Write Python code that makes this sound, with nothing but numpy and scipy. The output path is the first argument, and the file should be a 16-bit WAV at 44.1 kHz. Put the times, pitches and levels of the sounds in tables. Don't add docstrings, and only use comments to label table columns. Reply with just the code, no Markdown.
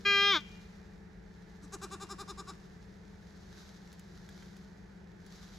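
import sys
import numpy as np
from scipy import signal
from scipy.fft import rfft, irfft
from scipy.io import wavfile
from scipy.ndimage import uniform_filter1d, map_coordinates

SR = 44100
rng = np.random.default_rng(int(sys.argv[2]) if len(sys.argv) > 2 else 0)


def log_audio(samples):
    frames = np.atleast_2d(samples).T
    limited = np.clip(frames, -1, 1)
    pcm = np.round(limited * 32767).astype(np.int16)
    wavfile.write(sys.argv[1], SR, pcm)


N = 246078
T = np.arange(N) / SR
EDGE_HZ = 15900

# (frequency [Hz], left-right correlation [-1 to 1])
AIR_SAME = [(60, 0.95), (200, 0.62), (400, 0.2), (700, 0.057), (1500, 0.6), (3000, 0.15), (7000, 0.65),
            (15000, 1)]


def gain_of(db):
    return 10 ** (np.asarray(db) / 20)


def evened(x):
    return x / np.sqrt(np.mean(x ** 2) + 1e-20)


def read(points, hz):
    f, value = np.transpose(sorted(map(tuple, points)))
    return np.interp(np.log(hz + 1), np.log(f + 1), value)


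def add(mix, s, sound):
    part = mix[max(round(s * SR), 0):][:len(sound)]
    part += sound[:len(part)]


def coloured(x, points):
    hz = np.fft.rfftfreq(x.shape[-1], 1 / SR)
    return irfft(rfft(x) * gain_of(read(points, hz)), x.shape[-1])


def leaned(pair, lean):
    return np.array([coloured(x, [(f, side * db / 2) for f, db in lean]) for x, side in zip(pair, (1, -1))])


def drift(size, hz):
    knots = rng.standard_normal(4096)
    return map_coordinates(knots, [np.arange(size) * 2 * hz / SR], order=3, mode="wrap")


def port_pair(same):
    a, b = rfft(rng.standard_normal((2, N)))
    c = np.clip(read(same, np.fft.rfftfreq(N, 1 / SR)), -1, 1)
    return irfft(np.array([a, c * a + np.sqrt(1 - c ** 2) * b]), N)


def night_air(level_db=-55):
    # (frequency [Hz], density [dB per Hz])
    air_colour = [(20, -29), (42, 0), (60, -0.5), (110, -5.5), (200, -6.5), (250, -16), (375, -10),
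                  (560, -20), (860, -17.5), (1100, -26.5), (1750, -19), (2800, -35.5), (6000, -44),
                  (15000, -61)]
    # (frequency [Hz], left minus right [dB])
    air_lean = [(100, 0.5), (500, 7.5), (900, -0.5), (1300, -4), (1900, -5), (3300, -7.5), (5000, 0.5),
                (9000, 3.5)]
    wash = coloured(port_pair(AIR_SAME), air_colour)
    return gain_of(level_db) * evened(leaned(wash, air_lean))


def straw(per_s=700, spread_db=4.0, crackle=0.59, catch_db=1):
    # (time [s], level [dB])
    rustle = [(0.0, -62), (0.58, -64), (0.92, -70.5), (1.1, -74.5), (1.54, -68.5), (2.6, -66.5),
              (3.02, -70.5), (3.44, -65), (3.61, -58), (3.8, -65), (4.14, -65.5), (4.44, -61.5),
              (4.74, -70.5), (5.16, -74), (5.32, -59.5), (5.56, -61)]
    # (frequency [Hz], density [dB per Hz])
    straw_colour = [(200, -12), (700, -2.5), (1500, 3.5), (2700, -6), (3800, 2.5), (6300, -1), (7300, -7),
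                    (9000, -16), (12000, -14), (14500, -23.5), (15800, -35)]
    db = np.interp(T, *np.transpose(rustle)) + catch_db * drift(N, 22)
    hits = (rng.random(N) < per_s / SR) * rng.choice([-1, 1], N)
    grains = hits * gain_of(spread_db * np.minimum(rng.exponential(1, N), 5))
    sound = port_pair(AIR_SAME) + crackle * evened(grains)
    return gain_of(db) * evened(coloured(sound, straw_colour))


def engine(waver=0.0015, flutter=0.14):
    # (multiple of the cycle rate, rms level [dB])
    orders = [(6, -74), (9, -67.5), (12, -74), (15, -73), (18, -78.5), (21, -58.5), (22, -64), (23, -84),
              (24, -58.5), (25, -72.5), (26, -74), (45, -74), (53, -70.5)]
    idle_rpm, rev_rpm, rev_db, settle_s = 984, 68.4, 3.5, .48
    rev = np.exp(-(T / settle_s) ** 2)
    cycle_hz = (idle_rpm + rev_rpm * rev) / 120
    cycles = np.cumsum(cycle_hz * (1 + waver * drift(N, 2.98))) / SR
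    out = np.zeros(N)
    for order, db in orders:
        strength = gain_of(db) * (1 + flutter * drift(N, 1.217))
        out += strength * np.sin(2 * np.pi * (round(order) * cycles + rng.random()))
    return gain_of(rev_db * rev) * np.sqrt(2) * out


def folds(hz, throat, jitter, spread):
    turns = np.cumsum(hz * (1 + jitter * drift(len(hz), 220))) / SR
    k = np.arange(1, 52)[:, None]
    weight = gain_of(throat(k * hz)) * (k * hz < EDGE_HZ)
    phase = spread * k ** 2 + rng.normal(0, 0.72, k.shape)
    tone = (weight * np.cos(2 * np.pi * k * turns + phase)).sum(0)
    return tone / np.sqrt(uniform_filter1d(tone ** 2, size=440)), turns


def puffs(turns, steady):
    return (steady + np.exp(-(turns % 1) / 0.33)) * rng.standard_normal(len(turns))


def loud_bleat(noise_db=-4.5, spread=.3):
    # (frequency [Hz], gain [dB])
    early, wide = [(400, -9), (800, -24), (1210, -6), (1610, -1.5), (2010, -5), (2410, 2), (2810, -13.5),
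                   (3220, -1.5), (3620, -26.5), (4020, -8.5), (4820, -22), (5220, -15.5), (6030, -29.5),
                   (6830, -25)], [(400, -9.5), (810, -13.5), (1210, -3.5), (2010, -7), (2420, -6),
                                  (2820, -14), (3220, 2), (3630, -5.5), (4030, -9), (4430, -24),
                                  (5240, -9.5), (5640, -33.5), (6040, -20), (6850, -36.5)]
    turning, closing = [(365, -9), (740, -29), (1100, -2.5), (1480, -7.5), (1850, -14), (2250, -0.5),
                        (2750, -23.5), (3150, -2), (3520, 0), (4000, -14), (4400, -18.5), (5300, -19),
                        (6800, -29)], [(320, -12), (650, -9), (970, -5.5), (1290, -5), (1620, 3),
                                         (1940, -28), (2260, -10), (2590, -20), (2910, -27), (3240, -9),
                                         (3560, -3), (4210, -15.5), (5180, -21.5), (6790, -29)]
    sheen = [(7300, -39.5), (8100, -50.5), (10000, -57.5), (11700, -46.5), (13400, -46), (14900, -40),
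             (15800, -56)]
    # (time [s], position [0 early, 1 wide, 2 turning, 3 closing])
    mouth_path = [(.09, 0), (.175, 0.3), (.302, 1), (.326, 2), (.342, 2), (.351, 2.5)]
    start_s, stop_s, held_db = 0.048, 0.3715, -25.5
    attack_s, release_db_per_s = 0.014, 848
    held_hz, waver_hz, waver_period_s = 401.56, 1.98, .22
    sag_at_s, sag_ease_s, sag_hz, sag_db = .3465, 0.01097, 106.3, -3
    rough_held, rough_sag = .013, .11
    jitter_at_full_rough = .07

    t = np.arange(start_s, stop_s + 0.064, 1 / SR)
    sag = 1 / (1 + np.exp((sag_at_s - t) / sag_ease_s))
    waver = waver_hz * np.cos(2 * np.pi * (t - t[0] - attack_s) / waver_period_s)
    hz = held_hz + waver - sag_hz * sag
    db = held_db + sag_db * sag - release_db_per_s * np.maximum(t - stop_s, 0)
    attack = np.minimum((t - t[0]) / attack_s, 1)
    rough = rough_held + rough_sag * sag

    mouth = np.interp(t, *np.transpose(mouth_path))
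    throats = [list(shape) + list(sheen) for shape in (early, wide, turning, closing)]
    shares = [np.interp(mouth, range(len(throats)), row) for row in np.eye(len(throats))]

    def throat(f):
        return sum(w * read(p, f) for w, p in zip(shares, throats))

    tone, turns = folds(hz, throat, jitter_at_full_rough * rough, spread)
    air = puffs(turns, steady=.3)
    air = sum(w * evened(coloured(air, p)) for w, p in zip(shares, throats))
    voice = tone + gain_of(noise_db) * rough * air
    return t[0], attack * gain_of(db) * voice * signal.windows.tukey(len(t), .02)


def pen(x, wet_db):
    # (frequency [Hz], t60 [s])
    tail_t60 = [(200, 0.9), (1000, 1.85), (2400, 1.36), (3200, 0.68), (4000, 0.83), (8000, 0.7),
                (15000, 0.5)]
    # (frequency [Hz], gain [dB])
    tail_colour = [(300, -3.5), (1600, -10), (2400, 1.5), (2800, 14), (3200, 1.5), (3650, -5.5),
                   (5000, -0.5), (12000, -1.5)]
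    # (delay [s], level [dB])
    boards = [(.0043, -37.5), (.0091, -23), (0.0174, -32), (0.026, -28.5)]
    taps = rng.standard_normal((2, SR)) * (rng.random((2, SR)) < .1)
    hz, t, z = signal.stft(taps, SR, nperseg=256)
    decay_db = -60 * t / read(tail_t60, hz)[:, None]
    z = z * gain_of(read(tail_colour, hz)[:, None] + decay_db) * np.minimum(t / 0.014, 1)
    tail = signal.istft(z, SR, nperseg=256)[1]
    tail *= gain_of(wet_db) / np.linalg.norm(tail[0])
    for delay_s, db in boards:
        tail[:, round(delay_s * SR)] += gain_of(db)
    return x + signal.fftconvolve(x[None], tail, axes=1)[:, :N]


def throb(s, db, top_hz, length, jitter=0.029, chest_db=7, spread=0.051, vary_db=2.0, level_db=-2.5):
    # (frequency [Hz], gain [dB])
    bright, soft = [(400, 1.5), (800, -5), (1200, -0.5), (1600, -5.5), (2000, -22), (2400, -15.5),
                    (3200, -22.5), (4000, -10.5), (4400, -22), (5600, -11.5), (6800, -11.5), (8400, -10)], [(400, 3), (800, 0.5), (1200, 8.5), (1600, -4), (2000, -20),
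                                    (2400, -10.5), (3200, -24), (3600, -6.5), (4000, -6), (4400, -19.5),
                                    (5200, -2.5), (6000, -18), (6800, -9.5), (8400, -14.5)]
    shared = [(560, -22), (9400, -18), (10200, -18), (10900, -30), (11700, -26), (13200, -37), (14300, -32),
              (15500, -42)]
    attack_s, hold_s, release_s, fade_db = .029, 0.011, .028, -15
    start_share = 0.18
    scoop, drop = 0.15, .36
    tense_rough, slack_rough = 0.26, 1.9
    tense_bright_db, slack_dull_db = 4.5, -24
    start_dull_db, end_dull_db = -3.5, -4.5
    relax_from_s, relax_s = 1.74, 0.19
    full_effort_db, weak_chest = -40, 0.75

    t = np.arange(-attack_s * length, (hold_s + release_s) * length, 1 / SR)
    before = np.clip(-t / length / attack_s, 0, 1)
    after = np.clip((t / length - hold_s) / release_s, 0, 1)
    slack = scoop * before ** 2 + drop * after
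    swell = (1 - (1 - start_share) * before ** 1.08) * gain_of(level_db + fade_db * after)
    rough = np.clip(tense_rough + slack_rough * slack, 0, 1)
    bright_db = tense_bright_db + slack_dull_db * slack
    bright_db = bright_db + start_dull_db * before + end_dull_db * np.sqrt(after)

    mouth = np.exp(-max(s - relax_from_s, 0) / relax_s)
    grid = np.arange(200, 16000, 100)
    colour = mouth * read(list(bright) + list(shared), grid)
    colour += (1 - mouth) * read(list(soft) + list(shared), grid)
    ripple = evened(uniform_filter1d(rng.standard_normal(len(grid)), size=6))
    colour += vary_db * np.minimum(grid / 4000, 1) * ripple
    throat = np.column_stack([grid, colour])
    chest = chest_db * np.clip(t / 0.018, -1, 1)
    chest = chest + weak_chest * max(full_effort_db - db, 0)

    def shape(f):
        return read(throat, f) + bright_db * np.clip((f - 1500) / 2000, 0, 1) + chest * (f < 480)

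    tone, turns = folds(top_hz * (1 - slack), shape, jitter * rough, spread)
    air = evened(coloured(puffs(turns, steady=0.31), throat))
    dull = coloured(air, [(1500, 0), (3500, -40)])
    air = dull + gain_of(bright_db) * (air - dull)
    voice = np.sqrt(1 - rough ** 2) * tone + rough * air
    return s + t[0], gain_of(db) * swell * voice * signal.windows.tukey(len(t), .06)


def snaps(level_db=-2, t60_s=0.03):
    # (time [s], crack onset [dB before level_db], knock re crack [dB], ring time [factor])
    breaks = [(3.928, -53, -18, 1.3), (3.995, -51.5, -18, 1), (4.290, -53.5, 2, 1.2), (4.424, -66, 11, 2.2),
              (4.566, -55, -7, 1), (5.264, -55, -18, 1)]
    # (frequency [Hz], level [dB], t60 [s])
    stalk_modes = [(1600, 0, .035), (1950, -1, .02), (2350, -3, .015), (3300, -1, .02)]
    # (frequency [Hz], density [dB per Hz])
    crack_colour = [(500, -12), (3500, 0), (7000, 0), (11000, -4), (14000, -7), (15500, -12)]
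    out, t = np.zeros(N), np.arange(4096) / SR
    for s, db, knock_db, ring in breaks:
        crack = evened(coloured(rng.standard_normal(len(t)), crack_colour))
        crack = crack * gain_of(-60 * t / (t60_s * ring))
        knock = np.zeros(len(t))
        for hz, mode_db, mode_t60_s in stalk_modes:
            decay = gain_of(mode_db - 60 * t / (mode_t60_s * ring))
            knock += decay * np.sin(2 * np.pi * hz * rng.uniform(0.96, 1.05) * t)
        add(out, s, gain_of(db + level_db) * (crack + gain_of(knock_db) * knock))
    return out


def scene():
    # (middle [s], level [dB before level_db], top pitch [Hz], length [factor])
    throbs = [(1.645, -52.5, 301, 0.87), (1.742, -39.5, 400, 0.74), (1.839, -39, 398, 0.88),
              (1.934, -40, 397.4, 0.97), (2.026, -40.5, 401, 1), (2.116, -40, 402.3, 0.96),
              (2.208, -40, 405.3, 0.92), (2.301, -40.5, 403.4, 0.88), (2.397, -41, 399, 0.82),
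              (2.495, -42, 388.3, 0.91)]
    # (frequency [Hz], left minus right [dB])
    goat_lean = [(400, 1.9), (1200, 1.5), (2000, 2), (2400, -0.5), (2800, 4.5), (3200, 3), (3700, 4),
                 (5000, 2.5), (8000, 1.5), (9000, 0.5)]
    loud, quaver = np.zeros(N), np.zeros(N)
    add(loud, *loud_bleat())
    for row in throbs:
        add(quaver, *throb(*row))
    goats = leaned(pen(loud, wet_db=-27) + pen(quaver, wet_db=-15.5), goat_lean)
    engine_pair = engine() * gain_of([[.6], [-.6]])
    return goats + snaps() + straw() + night_air() + engine_pair


def record(dry):
    # (frequency [Hz], left lead [rad])
    port_lead = [(0, 0), (1000, .1), (2000, .3), (2450, .7), (2800, -.3), (3200, .65), (3800, .15),
                 (7200, 0), (9050, -3.14), (10700, -6.2), (11500, -6.4), (13200, -9.4), (14800, -12.5)]
    lead = np.interp(np.fft.rfftfreq(N, 1 / SR), *np.transpose(port_lead))
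    pair = irfft(rfft(dry) * np.exp(.5j * lead * np.array([[1], [-1]])), N)
    band_limit = signal.firwin(511, EDGE_HZ, window=("kaiser", 9), fs=SR)
    return signal.oaconvolve(pair, band_limit[None], "same")


dry = scene()
out = record(dry)
log_audio(out)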